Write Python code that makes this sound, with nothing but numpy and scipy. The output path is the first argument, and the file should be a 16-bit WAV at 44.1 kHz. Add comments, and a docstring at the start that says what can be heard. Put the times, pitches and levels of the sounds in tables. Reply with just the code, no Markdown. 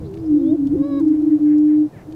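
"""Prairie chickens on open grassland.

Their air sacs boom almost pure tones near 300 Hz, which beat against each other until one
bird holds a note alone. Farther off, others whoop and cackle, harmonics shaped by the throat.
Dry grass ticks and small birds chirp over a soft rumble of wind."""
import sys
import numpy as np
from scipy import signal
from scipy.fft import rfft, irfft, next_fast_len
from scipy.io import wavfile
from scipy.ndimage import uniform_filter1d, map_coordinates

SR = 44100
rng = np.random.default_rng(int(sys.argv[2]) if len(sys.argv) > 2 else 0)


def pcm_store(signal):
    """Save signal as 16-bit PCM."""
    levels = np.round(np.clip(np.atleast_2d(signal), -1, 1) * 32767)
    wavfile.write(sys.argv[1], SR, levels.astype(np.int16).T)


N = 94815
T = np.arange(N) / SR


def amp(db):
    """Decibels to gain."""
    return 10 ** (np.asarray(db) / 20)


def unit(x):
    """Scale to rms 1."""
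    return x / np.sqrt(np.mean(x ** 2) + 1e-20)


def along(points, hz):
    """Interpolate (frequency [Hz], value) points on a log axis."""
    knots_hz, values = np.transpose(points)
    return np.interp(np.log(hz + 1), np.log(knots_hz + 1), values)


def curves(rows):
    """One per-sample curve for each column after the time."""
    times_s, *columns = np.transpose(rows)
    return [np.interp(T, times_s, column) for column in columns]


def wobble(knots_per_s):
    """Smooth random curve."""
    return map_coordinates(rng.standard_normal(int(N * knots_per_s / SR) + 4), [T * knots_per_s])


def filtered(x, response):
    """Apply the gain response(hz) by FFT."""
    size = next_fast_len(N + SR // 4)
    return irfft(rfft(x, size) * response(np.fft.rfftfreq(size, 1 / SR)), size)[:N]


def noise(spectrum):
    """Noise of rms 1, shaped by (frequency [Hz], relative density [dB]) points."""
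    return unit(filtered(rng.standard_normal(N), lambda hz: amp(along(spectrum, hz))))


def gate(start_s, end_s, attack_s, release_s):
    """Trapezoid envelope, zero outside start to end."""
    return np.clip((T - start_s) / attack_s, 0, 1) * np.clip((end_s - T) / release_s, 0, 1)


def phase_of(hz):
    """Running phase [rad] of a pitch curve."""
    return 2 * np.pi * np.cumsum(hz) / SR


def voice(hz, throat, overtones_db, count):
    """Harmonics of a pitch curve, weighted by throat resonances."""
    phase = phase_of(hz)
    return sum(amp(along(throat, k * hz) + overtones_db * (k > 1)) * np.sin(k * phase)
               for k in range(1, count + 1))


def booms():
    """Swollen air sacs pass the fundamental and almost nothing else."""
    # one boom each: (time [s], pitch [Hz], level [dB])
    lead_boom = [(0.0, 300.4, -34.4), (0.072, 329.3, -34), (0.11, 329.05, -44), (0.15, 328.8, -31.5),
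                 (0.208, 328.4, -27.5), (0.281, 310.9, -17), (0.303, 304.0, -11.3), (0.339, 292.7, -8.4),
                 (0.37, 302.0, -8.2), (0.389, 281.6, -17.4), (0.471, 265.8, -17.4), (0.508, 267.1, -19.0),
                 (0.532, 322.2, -14.6), (0.553, 354.2, -19.3), (0.574, 294.3, -18), (0.607, 278.7, -14.7),
                 (0.668, 273.1, -14.4), (0.698, 260.2, -24.9), (0.74, 355.9, -20.0), (0.76, 372.7, -13.8),
                 (0.766, 282.3, -18.7), (0.818, 279.6, -13.2), (0.856, 295.0, -20.8), (0.894, 273.8, -23.0),
                 (0.93, 279.0, -15.0), (1.082, 285.3, -19.3), (1.126, 278.2, -16.1), (1.168, 304.7, -14.4),
                 (1.275, 294.0, -14.6), (1.356, 296.7, -13.6), (1.385, 292.8, -14.8), (1.435, 297.5, -8.9),
                 (1.62, 300.9, -8.8), (1.819, 303.1, -9.7), (1.861, 300.5, -16.5), (1.893, 298.6, -41.3)]
    second_boom = [(0.27, 344.0, -45.0), (0.325, 352.6, -28.7), (0.378, 318.2, -20.4),
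                   (0.414, 337.0, -20.2), (0.461, 316.5, -11.2), (0.496, 320.1, -16.7),
                   (0.533, 295.6, -10.6), (0.581, 305.9, -27), (0.654, 308.0, -22.3), (0.697, 275.5, -19.1),
                   (0.728, 300.8, -7.7), (0.758, 317.8, -29.4), (0.816, 298.8, -15.0),
                   (0.872, 316.8, -27.9), (0.96, 295.0, -29.5), (1.017, 321.2, -16.0), (1.068, 309.1, -9.8),
                   (1.144, 306.3, -10.7), (1.162, 273.4, -26.0), (1.22, 327.2, -19.9),
                   (1.272, 318.5, -14.0), (1.328, 308.7, -11.3), (1.403, 299.4, -15.1),
                   (1.452, 298.7, -36.8)]
    far_boom = [(0.86, 326.6, -42.0), (0.921, 326.2, -26.4), (0.99, 334.5, -27.5), (1.051, 330.7, -23.1),
                (1.121, 328.7, -41.0)]
    closing_boom = [(2.059, 303, -53), (2.088, 305.4, -28), (2.12, 311, -33.5), (2.15, 326.3, -27)]
    ease_s, fade_s = 0.0016, 0.0087
    octave_db, flutter_db = -53, 0.25
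    out = np.zeros(N)
    for rows in (lead_boom, second_boom, far_boom, closing_boom):
        hz, db = uniform_filter1d(np.array(curves(rows)), int(ease_s * SR), axis=1)
        phase = phase_of(hz)
        tone = np.sin(phase) + amp(octave_db) * np.sin(2 * phase)
        envelope = gate(rows[0][0] - fade_s, rows[-1][0] + fade_s, fade_s, fade_s)
        out += tone * amp(db + flutter_db * wobble(90)) * envelope
    return out


def whoops():
    """Two clear gliding calls that brighten as the bird pushes harder."""
    # calls: (time [s], pitch [Hz], level [dB], overtone gain [dB])
    sliding_call = [(0, 525.6, -40, -25), (.04, 465, -36.5, -22), (.07, 405.7, -33, -27),
                    (.11, 382, -29, -30), (.17, 407.4, -32.5, -28), (.28, 470, -49, -24),
                    (.37, 505, -42, -13.5), (.45, 555, -37, -4), (.51, 612, -33, -3),
                    (.549, 682, -36, -13.5), (.572, 380, -43, -16)]  # dips, rises, breaks off
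    held_call = [(.71, 450, -47, -16), (.76, 512, -38, -21), (.80, 535, -34, -12), (.838, 550, -32.5, 0),
                 (.858, 565, -32.5, -2.5), (.905, 564, -33.5, 0), (.925, 555, -33, 1.5),
                 (.997, 553, -34, 5), (1.026, 400, -50, 6)]  # drops at its end
    # throat responses: (frequency [Hz], gain [dB])
    sliding_throat = [(670, -0.5), (900, -41.5), (3000, -38), (3350, -21), (3680, -18), (3900, -46.5)]
    held_throat = [(600, 1.5), (1120, -9), (1680, -23), (2230, -28), (2800, -39), (3350, -37), (3850, -23),
                   (3950, -25), (4450, -44), (5020, -32), (5600, -46.5)]
    jitter, waver_db, shimmer_db, fade_s = 0.003, 1.0, 0.8, 0.017
    out = np.zeros(N)
    for rows, throat in ((sliding_call, sliding_throat), (held_call, held_throat)):
        hz, db, overtones_db = curves(rows)
        pitch_hz = hz * (1 + jitter * wobble(120))
        tone = voice(pitch_hz, throat, overtones_db + waver_db * wobble(35), count=10)
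        envelope = gate(rows[0][0], rows[-1][0], fade_s, fade_s)
        out += tone * amp(db + shimmer_db * wobble(60)) * envelope
    return out


def air():
    """Steady hush of the plain and a low wind that dies down."""
    # noise spectra: (frequency [Hz], relative density [dB])
    hush_spectrum = [(45, -14), (125, 0.5), (220, -7.5), (400, -10), (700, -15), (1200, -27.5),
                     (2500, -38.5), (5000, -41.5), (15500, -49)]
    wind_spectrum = [(30, -10), (80, 1), (150, 4.5), (220, -7.5), (400, -23.5), (2000, -66)]
    # gusts: (time [s], level [dB])
    gusts = [(0, -32), (.6, -42), (.74, -31), (.87, -42.5), (1.15, -39.5), (1.4, -53), (2.15, -48)]
    hush_db, drift_db, buffet_db = -40.5, 0.38, 2.8
    wind_db, = curves(gusts)
    hush = amp(hush_db + drift_db * wobble(11)) * noise(hush_spectrum)
    wind = amp(wind_db + buffet_db * wobble(37)) * noise(wind_spectrum)
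    return hush + wind


def chirps():
    """Small distant birds: sine slurs made scratchy by fast pitch jitter."""
    # slurs: (start [s], length [s], from [Hz], to [Hz], level [dB])
    slurs = [(0.032, .06, 3700, 4500, -57), (.175, .045, 4220, 5200, -62), (.71, .045, 9300, 8120, -64),
             (.243, 0.042, 5000, 5400, -59)]
    jitter, jitter_per_s = 0.075, 1500
    out = np.zeros(N)
    for start_s, length_s, from_hz, to_hz, db in slurs:
        end_s = start_s + length_s
        pitch_hz = np.interp(T, [start_s, end_s], [from_hz, to_hz]) * (1 + jitter * wobble(jitter_per_s))
        out += amp(db) * gate(start_s, end_s, length_s / 2, length_s / 2) * np.sin(phase_of(pitch_hz))
    return out


def grass_ticks():
    """Dry stems snap in short bursts of band-passed noise."""
    # snaps: (time [s], level [dB], centre [Hz], t60 [s])
    snaps = [(.139, -45, 2600, .035), (.171, -46, 2530, 0.033), (.670, -43.5, 4310, 0.024),
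             (.997, -52.5, 6930, .06), (1.08, -50.5, 4810, .035), (1.582, -46, 5250, .018),
             (2.123, -44.5, 3250, .022)]
    attack_s = 0.0012
    out = np.zeros(N)
    for start_s, db, centre_hz, t60_s in snaps:
        age_s = np.maximum(T - start_s, 0)
        white = rng.standard_normal(N)
        # two band-pass stages, Q = 1
        burst = unit(filtered(white, lambda hz: 1 / (1 + (hz / centre_hz - centre_hz / (hz + 1)) ** 2)))
        out += amp(db - 60 * age_s / t60_s) * (1 - np.exp(-age_s / attack_s)) * burst
    return out


def grass_rustle():
    """Sparse faint crackle of dry grass."""
    snaps_per_s, base_db, spread_db, t60_s = 40, -62.5, 2.4, 0.01
    spectrum = [(800, -18.0), (4500, 0.5), (15000, -12.5)]  # (frequency [Hz], relative density [dB])
    onsets = rng.random(N) < snaps_per_s / SR
    snaps = onsets * amp(base_db + spread_db * rng.exponential(size=N).clip(0, 3))
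    envelope = signal.fftconvolve(snaps, amp(-60 * T[:SR // 20] / t60_s))[:N]
    return envelope * noise(spectrum)


def cackles():
    """Nasal notes, each falling unsteadily by over an octave and turning raspy."""
    # notes: (start [s], length [s], starting pitch [Hz], level [dB])
    notes = [(1.109, 0.081, 607.7, -59.5), (1.293, .08, 557.4, -57.5), (1.447, .12, 603, -54.5),
             (1.667, .11, 628.5, -56.5), (1.92, .12, 652.6, -52.5)]
    # throat response: (frequency [Hz], gain [dB])
    throat = [(800, -9), (1300, -10.5), (1700, 0), (2050, -2.5), (2500, -11), (3200, -21.5), (5000, -39.5)]
    fall, jitter, wander = 0.6, 0.016, 0.016  # fractions of the pitch
    fall_exponent, rasp_db, flutter_db = 1.2, -3.5, 1
    attack_s, release_s = 0.018, 0.041
    out = np.zeros(N)
    for start_s, length_s, start_hz, db in notes:
        progress = np.clip((T - start_s) / length_s, 0, 1)
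        pitch_hz = start_hz * (1 - fall * progress ** fall_exponent)
        pitch_hz *= 1 + jitter * wobble(400) + wander * wobble(70)
        pulses = 1 + np.cos(phase_of(pitch_hz))
        rasp = amp(rasp_db) * progress ** 2 * pulses * noise(throat)
        tone = voice(pitch_hz, throat, overtones_db=0, count=11)
        envelope = gate(start_s, start_s + length_s, attack_s, release_s)
        out += amp(db + flutter_db * wobble(150)) * envelope * (tone + rasp)
    return out


def field_scatter(calls):
    """Distant calls gain a faint tail scattered by the grassland."""
    t60_s, tail_db = 0.37, -13.5
    age_s = T[:SR // 2]
    tail = rng.standard_normal(len(age_s)) * amp(-60 * age_s / t60_s)
    return calls + amp(tail_db) * signal.fftconvolve(calls, tail / np.linalg.norm(tail))[:N]


def scene():
    """Mono mix: booms in front, callers behind, grass and air around them."""
    birds = booms() + whoops() + field_scatter(cackles() + chirps())
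    return (birds + grass_ticks() + grass_rustle() + air())[None]


def record(dry):
    """Brick-wall low-pass."""
    cutoff_hz = 15650
    return filtered(dry[0], lambda hz: hz < cutoff_hz)[None]


dry = scene()
out = record(dry)
pcm_store(out)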